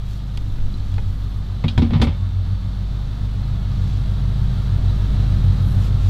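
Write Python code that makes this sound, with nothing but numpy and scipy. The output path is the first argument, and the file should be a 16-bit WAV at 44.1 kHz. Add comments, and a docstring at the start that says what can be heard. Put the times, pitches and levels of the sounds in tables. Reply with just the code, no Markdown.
"""A small compressor fridge runs in a parked van: its valves buzz in the steel shell and the fan's
blade tone beats against the compressor's second order. From the start the hand on the microphone
rumbles and cloth rustles. Fingers tick on the plastic lid, light knocks follow and a cooling pipe
pings. Near two seconds the lid is bumped, its latch scrapes and it clatters briefly. Then hum and fan
grow louder as the microphone nears the vent; the pipe pings twice more and cloth brushes past."""
import sys
import numpy as np
from scipy import signal
from scipy.fft import rfft, irfft, next_fast_len
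from scipy.io import wavfile

SR = 44100
rng = np.random.default_rng(int(sys.argv[2]) if len(sys.argv) > 2 else 0)


def pcm_store(signal):
    """Save signal as 16-bit PCM."""
    levels = np.round(np.clip(np.atleast_2d(signal), -1, 1) * 32767)
    wavfile.write(sys.argv[1], SR, levels.astype(np.int16).T)


N = 268745
TIME = np.arange(N) / SR
CUTOFF_HZ = 15650


def from_db(db):
    """Decibels to amplitude ratio."""
    return 10 ** (np.asarray(db) / 20)


def unit_power(x):
    """Normalisation to a mean square of 1."""
    return x / np.sqrt(np.mean(x ** 2) + 1e-20)


def in_time(rows):
    """Linear interpolation between (time_s, value) points."""
    return np.interp(TIME, *np.transpose(rows))


def swell(peak_s, half_width_s):
    """A Gaussian envelope of height 1."""
    return np.exp(-((TIME - peak_s) / half_width_s) ** 2)


def drift(rate_hz):
    """Low-passed noise: a random wander of unit power."""
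    step, settle = 100, 2000
    r = np.exp(-2 * np.pi * rate_hz * step / SR)
    slow = signal.lfilter([1], [1, -2 * r, r * r], rng.standard_normal(N // step + settle + 2))[settle:]
    return np.interp(np.arange(N) / step, np.arange(len(slow)), unit_power(slow))


def noise(spectrum):
    """Spectrally shaped noise of unit power, falling away beyond both ends."""
    hz, db = np.transpose(spectrum)
    size = next_fast_len(N, real=True)
    f = np.maximum(np.arange(size // 2 + 1) * SR / size, 1)
    skirts = (np.minimum(f / hz[0], 1) * np.minimum(hz[-1] / f, 1)) ** 2
    gain = from_db(np.interp(np.log(f), np.log(hz), db)) * skirts
    return unit_power(irfft(rfft(rng.standard_normal(size)) * gain, size)[:N])


def soften(x, hz):
    """A second-order low-pass."""
    return signal.sosfilt(signal.butter(2, min(hz, CUTOFF_HZ), fs=SR, output="sos"), x)


def strikes(times_s, db):
    """Impulsive excitation: one click for each contact."""
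    clicks = np.zeros(N)
    clicks[(times_s * SR).astype(int)] = from_db(db)
    return clicks


def ring(clicks, hz, t60_s):
    """A damped mode: a unit click starts a decaying sine of height 1."""
    r, w = np.exp(-np.log(1000) / (t60_s * SR)), 2 * np.pi * hz / SR
    return signal.lfilter([0, np.sin(w)], [1, -2 * r * np.cos(w), r * r], clicks + 1e-18)


def resonate(x, hz, width_hz):
    """A driven resonance of gain 1 at its peak."""
    r, w = np.exp(-np.pi * width_hz / SR), 2 * np.pi * hz / SR
    return signal.lfilter([(1 - r * r) / 2, 0, (r * r - 1) / 2], [1, -2 * r * np.cos(w), r * r], x)


def tone(cycles, waver_db):
    """A sine of unit power under slow random amplitude modulation."""
    return np.sqrt(2) * np.sin(2 * np.pi * cycles) * from_db(waver_db * drift(3.1))


# reflections from nearby walls: delay_s, gain_db
REFLECTIONS = [(.0023, -17), (.0041, -17), (.0067, -16), (.0094, -16)]


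def walls(x):
    """Comb filtering by short reflections, whose paths shift slightly as the microphone moves."""
    echoes = sum(from_db(db) * np.interp(TIME - delay_s * (1 + .03 * drift(.3)), TIME, x)
                 for delay_s, db in REFLECTIONS)
    return unit_power(x + echoes)


# harmonics of the hum: crank_multiple, relative_db
CRANK_ORDERS = [(1, -0.5), (2, -4.5), (3, -20), (4, -23.5), (7, -38), (8, -38), (25, -52)]
# high orders that whistle in the shell: crank_multiple, peak_relative_db, antinode_s
WHISTLES = [(54, -19, 3.0), (66, -15, 4.3), (72, -9, 2.5), (77, -14, 4.6), (78, -11, 4.9), (87, -19, 3.5),
            (89, -15, 3.6), (90, -13, 2.6), (95, -22, 4.0), (160, -28, 4.7)]
# resonances of the steel shell: pitch_hz, width_hz, relative_db
SHELL_MODES = [(3590, 160, 7), (3900, 35, 17), (4140, 210, -2), (4076, 23, -2), (4260, 50, -12)]
# spectrum of the gas hiss: frequency_hz, relative_db
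GAS_SPECTRUM = [(1500, -12), (2500, -4), (3300, 5), (4100, 5), (4900, -4), (6200, -9), (7200, -16.5),
                (7900, -14.5), (9000, -27.5), (12000, -23.5), (16000, -25)]
CRANK_HZ, WHISTLE_FADE_DB = 49.76, 6


def compressor(hum_db, hiss_db):
    """Periodic forcing: each piston stroke shakes the case, ticks the valves and passes a puff of gas."""
    turns = CRANK_HZ * TIME + .0012 * drift(1)
    hum = sum(from_db(db) * tone(round(k) * turns, waver_db=.5 if k < 2 else 1.2)
              for k, db in CRANK_ORDERS)
    whistles = 0
    for k, db, antinode_s in WHISTLES:  # each swells as the microphone passes its antinode
        fade_db = WHISTLE_FADE_DB * (1 - swell(antinode_s, half_width_s=1))
        whistles += from_db(db - fade_db) * tone(k * turns + rng.random(), waver_db=2)
    half_angle = np.pi * (turns % 1) + 1e-9
    ticks = unit_power(np.sin(241 * half_angle) / np.sin(half_angle))  # 120 equal crank orders
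    valves = ticks + 1.7 * rng.standard_normal(N)
    buzz = unit_power(sum(from_db(db + 1.8 * drift(.54)) * resonate(valves, hz, width_hz)
                          for hz, width_hz, db in SHELL_MODES))
    puffs = 1 + .5 * np.cos(np.pi * turns) ** 16
    gas = walls(noise(GAS_SPECTRUM) * puffs) * from_db(.5 * drift(5.3))
    return from_db(hum_db) * hum + from_db(hiss_db) * (gas + whistles + from_db(-28) * buzz)


# rate of blade passes: time_s, rate_hz
BLADE_RATE = [(0, 93.8), (1, 92.55), (3.5, 92.55), (4.2, 92.95), (6.1, 92.8)]
# overtones, set against the air noise: blade_multiple, relative_db
BLADE_ORDERS = [(3, -13), (4, -21.5), (12, -21.5)]
# spectrum of air in the grille: frequency_hz, relative_db
AIR_SPECTRUM = [(200, -20), (400, -6), (650, -1.5), (850, 1), (1050, -0.5), (1300, 0.5), (1700, -5),
                (2400, -10.5), (4000, -18), (9000, -24.5), (16000, -31)]


def fan(blade_db, air_db):
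    """A tone at the blade-passing frequency, faint harmonics, and broadband air noise from the grille."""
    passes = np.cumsum(in_time(BLADE_RATE)) / SR
    overtones = sum(from_db(db) * tone(round(k) * passes, waver_db=4.5) for k, db in BLADE_ORDERS)
    air = from_db(-2 + .5 * drift(11)) * walls(noise(AIR_SPECTRUM))
    return from_db(blade_db) * tone(passes, waver_db=3.5) + from_db(air_db) * (air + overtones)


# tones of the casing panels: pitch_hz, relative_db
PANEL_TONES = [(186.4, 1.5), (255.3, -7.5)]
# spectrum of the casing's rumble: frequency_hz, relative_db
RUMBLE_SPECTRUM = [(8, -37), (12, 16.5), (20, 8), (32, -3), (60, 2.5), (85, -1), (120, 6.5), (150, -2),
                   (200, -10), (280, -16), (400, -22.5), (700, -24.5), (1200, -64)]
DRONE_HZ = 129.1


def casing(drone_db, tones_db, rumble_db):
    """Vibrating panels radiate slightly unsteady tones over a low rumble."""
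    drone = from_db(drone_db) * tone(DRONE_HZ * TIME + .15 * drift(1), waver_db=.9)
    tones = sum(from_db(db) * tone(hz * TIME + .2 * drift(1), waver_db=2.5) for hz, db in PANEL_TONES)
    return drone + from_db(tones_db) * tones + from_db(rumble_db) * noise(RUMBLE_SPECTRUM)


# spectrum of the hand's throb: frequency_hz, relative_db
THROB_SPECTRUM = [(10, 0), (19, 2), (30, -10), (60, -24), (150, -28), (300, -38), (600, -60)]
GRIP_S, GRIP_ATTACK_S, GRIP_HOLD_S, GRIP_RELEASE_S = .33, .07, .31, .8
MOVING_GRIP_DB, RESTING_GRIP_DB = -24, -40.5


def grip():
    """Structure-borne noise: the hand on the microphone throbs, most as it shifts its grip once."""
    corners_s = np.cumsum([GRIP_S, GRIP_ATTACK_S, GRIP_HOLD_S, GRIP_RELEASE_S])
    shift = np.interp(TIME, corners_s, [0, 1, 1, 0])
    return (from_db(RESTING_GRIP_DB) + from_db(MOVING_GRIP_DB) * shift) * noise(THROB_SPECTRUM)


# spectra of the soft swish and the crisp rustle: frequency_hz, relative_db
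SWISH_SPECTRUM = [(2500, -0.5), (5500, -4.5), (7600, -8.5), (8600, -16), (14000, -27)]
RUSTLE_SPECTRUM = [(4000, -2), (8500, -3), (12500, 1.5), (16000, -12)]
# passes of the cloth: peak_s, half_width_s, swish_db, rustle_db
BRUSHES = [(.11, 0.065, -55, -64), (.42, 0.35, -61, -67), (0.91, 0.25, -59, -75), (1.238, 0.25, -74, -66.5),
           (3.9, 0.16, -54.5, -77), (5.45, 0.03, -70, -64), (5.71, 0.093, -78, -57),
           (5.853, 0.044, -48.5, -60), (6.06, 0.073, -51.5, -64)]


def cloth():
    """Friction noise: a grainy swish and rustle swell and fade as cloth brushes past."""
    grain = from_db(2 * drift(70))
    swish = unit_power(noise(SWISH_SPECTRUM) * grain)
    rustle = unit_power(noise(RUSTLE_SPECTRUM) * grain)
    return sum(swell(peak_s, half_width_s) * (from_db(swish_db) * swish + from_db(rustle_db) * rustle)
               for peak_s, half_width_s, swish_db, rustle_db in BRUSHES)


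# spectra of the hollow clack and the bright snap: frequency_hz, relative_db
CLACK_SPECTRUM = [(200, 13), (350, -1.5), (450, -1), (650, 1), (1000, -2), (1300, -7), (1700, -13),
                  (2200, -4), (3500, -20), (6000, -30)]
SNAP_SPECTRUM = [(1000, -3), (2100, -10.5), (2700, -4), (3400, 6), (4100, 0), (5000, -5), (6500, -14.5),
                 (9000, -18), (12000, -21.5), (16000, -38)]


def plastic_noise():
    """Contact noise of plastic: a clack and a snap under one grainy amplitude modulation."""
    grain = from_db(1.3 * drift(120))
    return walls(noise(CLACK_SPECTRUM)) * grain, walls(noise(SNAP_SPECTRUM)) * grain


def contact(plastic, start_s, clack_db, snap_db, hardness_hz, t60_s):
    """An impact's noise decays exponentially; a softer contact has a lower cutoff."""
    clack, snap = plastic
    decay = np.exp(-np.log(1000) * TIME[:SR // 2] / t60_s)
    span = slice(int(start_s * SR), int(start_s * SR) + len(decay))
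    burst = decay * (from_db(clack_db) * clack[span] + from_db(snap_db) * snap[span])
    out = np.zeros(N)
    out[span] = soften(burst, hardness_hz)
    return out


# fingers touching the lid: start_s, clack_db, snap_db, hardness_hz
FINGER_TICKS = [(.374, -36, -27.5, 15000), (0.941, -55, -39, 13000), (0.982, -28.5, -31, 3000)]


def finger_ticks(plastic):
    """Light impacts on plastic make transients that die at once."""
    return sum(contact(plastic, *tick, t60_s=.021) for tick in FINGER_TICKS)


# modes of the plastic lid: pitch_hz, relative_db, t60_s
LID_MODES = [(462, -2, 0.14), (562, -9.5, 0.4), (834, -1, 0.079), (950, 1.5, 0.07), (1310, -25, 0.041),
             (1497, -4.5, 0.06), (1850, -3, 0.016), (1960, -8, 0.086), (2110, -6, 0.047), (2170, -8, 0.035),
             (2482, -9, 0.08)]


def lid_ring():
    """Modal ringing: every tick and knock excites the lid in a mix that depends on the spot struck."""
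    hits = [(s, db) for s, _, _, db, _, _ in LID_KNOCKS] + [(s, db) for s, db, _, _ in FINGER_TICKS]
    start_s, clack_db = np.transpose(hits)
    drive_db = clack_db - 8
    spots_db = rng.normal(0, 1.5, (len(hits), len(LID_MODES))).T
    return sum((-1) ** k * ring(strikes(start_s, drive_db + db + spots_db[k]), hz, t60_s)
               for k, (hz, db, t60_s) in enumerate(LID_MODES))


# knocks on the lid: start_s, thump_db, favoured_hz, clack_db, hardness_hz, t60_s
LID_KNOCKS = [(0.584, -40, 287, -44, 2000, .06), (.732, -34.5, 242, -62, 2000, .04),
              (1.640, -14, 160, -24.5, 3500, 0.059), (1.778, -8, 94.6, -22, 8000, 0.075),
              (1.819, -8, 233, -29.5, 5500, 0.17), (1.906, -15.5, 100, -33, 3500, .07),
              (1.923, -15.5, 234, -48, 3000, .07), (1.934, -21, 157, -27, 3800, .2),
              (1.954, -12, 154, -47, 3000, .25), (1.998, -11, 103, -35.5, 3000, 0.088),
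              (2.016, -13, 71, -18.5, 12000, 0.13), (2.070, -13.5, 95, -33.5, 4000, 0.25)]
SNAP_DB, CHATTER_DB = -7, -12  # against the clack; against the knock
MIDDLING_HZ, SNAP_DB_PER_OCTAVE = 5000, 1.5


def lid_clatter(plastic):
    """Harder impacts carry more treble and so snap more; each knock trails a weaker chatter."""
    out = np.zeros(N)
    for start_s, _, _, clack_db, hardness_hz, t60_s in LID_KNOCKS:
        snap_db = clack_db + SNAP_DB + SNAP_DB_PER_OCTAVE * np.log2(hardness_hz / MIDDLING_HZ)
        out += contact(plastic, start_s, clack_db, snap_db, hardness_hz, t60_s)
        out += contact(plastic, start_s, clack_db + CHATTER_DB, snap_db + CHATTER_DB,
                       hardness_hz=3800, t60_s=.23)
    return out


# modes of the hollow cabinet: pitch_hz, relative_db, t60_s
CABINET_MODES = [(70.7, 6.5, 0.19), (93.6, 13, 0.048), (153.3, 5, 0.14), (232, -0.5, 0.28),
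                 (275, -4.5, 0.21), (338, -3.5, .14)]
REBOUND_S, REBOUND_OVER_CLACK_DB, REBOUND_HZ = .0121, 4, 244


def cabinet_thumps():
    """Selective excitation: a cushioned knock and the lid's rebound ring modes near a favoured pitch."""
    start_s, thump_db, favoured_hz, clack_db, *_ = np.transpose(LID_KNOCKS)
    blows = [(start_s, thump_db, favoured_hz),
             (start_s + REBOUND_S, clack_db + REBOUND_OVER_CLACK_DB, REBOUND_HZ)]
    out = np.zeros(N)
    for k, (hz, db, t60_s) in enumerate(CABINET_MODES):
        for at_s, blow_db, pitch_hz in blows:
            mismatch_db = 14 * np.minimum(np.abs(np.log2(hz / pitch_hz)), 1)
            clicks = strikes(at_s, blow_db + db - mismatch_db)
            out += (-1) ** k * ring(clicks, hz, t60_s)  # opposed modes swell in
    return soften(out, hz=405)


# thin pings of the cooling pipe: start_s, level_db, pitch_hz
PIPE_PINGS = [(0.741, -37.5, 4050), (.800, -43, 4050), (3.437, -42, 4120), (4.896, -35, 3890)]


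def pipe_pings():
    """Free vibration of the pipe: each ping is one high, damped mode."""
    return sum(ring(strikes(start_s, db), hz, t60_s=.056) for start_s, db, hz in np.array(PIPE_PINGS))


# modes of the latch: pitch_hz, relative_db, t60_s
LATCH_MODES = [(2450, -3, 0.03), (2840, -4, .035), (3150, -7, .04), (3310, 3.5, 0.034), (3350, -9, 0.062),
               (3740, 3.5, 0.029), (4040, -9, 0.035)]
LATCH_S, LATCH_DB, SLIP_S, SLIP_LOSS_DB = 1.682, -26, .0027, 5.5


def latch(plastic):
    """Stick-slip friction: the latch scrapes over in four weakening slips that ring clustered modes."""
    slip = np.arange(4)
    slips_s = LATCH_S + SLIP_S * slip * rng.uniform(.85, 1.15, len(slip))
    clicks = strikes(slips_s, LATCH_DB - SLIP_LOSS_DB * slip)
    modes = sum((-1) ** k * from_db(db) * ring(clicks, hz, t60_s)
                for k, (hz, db, t60_s) in enumerate(LATCH_MODES))
    scrape = contact(plastic, LATCH_S, clack_db=-np.inf, snap_db=-31.5, hardness_hz=5500, t60_s=.16)
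    return modes + scrape


def node_loss(nodes):
    """Standing waves: the dB a tone loses as the microphone crosses nodes; antinodes are negative."""
    return sum(loss_db * swell(time_s, half_width_s) for time_s, half_width_s, loss_db in nodes)


# nearness to the vent, as a level taken about its mean: time_s, level_db
NEARNESS = [(0, -46.8), (0.9, -45.1), (1.4, -44.8), (2.6, -44.5), (3.5, -42.4), (4.4, -40.1), (5.3, -38.0),
            (6.09, -38.7)]
# standing waves of the blade tone and the drone: time_s, half_width_s, loss_db
BLADE_NODES = [(.2, 0.33, 25), (1.42, 0.29, 5.5), (2.3, 0.38, -4.5), (3.17, 0.46, 11), (4.6, .45, 12)]
DRONE_NODES = [(1.7, 1.0, 22.6)]


def scene():
    """Superposition in mono; nearness to the vent raises each running sound by its own factor."""
    near_db = in_time(NEARNESS) - in_time(NEARNESS).mean()
    fridge = compressor(hum_db=-22.5 + .94 * near_db, hiss_db=-51 + .76 * near_db)
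    fridge += fan(blade_db=-24 + near_db - node_loss(BLADE_NODES), air_db=-45.5 + .87 * near_db)
    fridge += casing(drone_db=-30.5 + near_db - node_loss(DRONE_NODES),
                     tones_db=-41.5 + 1.27 * near_db, rumble_db=-28.5 + 1.14 * near_db)
    ringing = lid_ring() + cabinet_thumps() + pipe_pings()
    plastic = plastic_noise()
    contacts = finger_ticks(plastic) + lid_clatter(plastic) + latch(plastic)
    return (fridge + grip() + cloth() + ringing + contacts)[None]


def record(dry):
    """An elliptic low-pass cuts the top steeply."""
    return signal.sosfilt(signal.ellip(12, .1, 90, CUTOFF_HZ, fs=SR, output="sos"), dry)


dry = scene()
out = record(dry)
pcm_store(out)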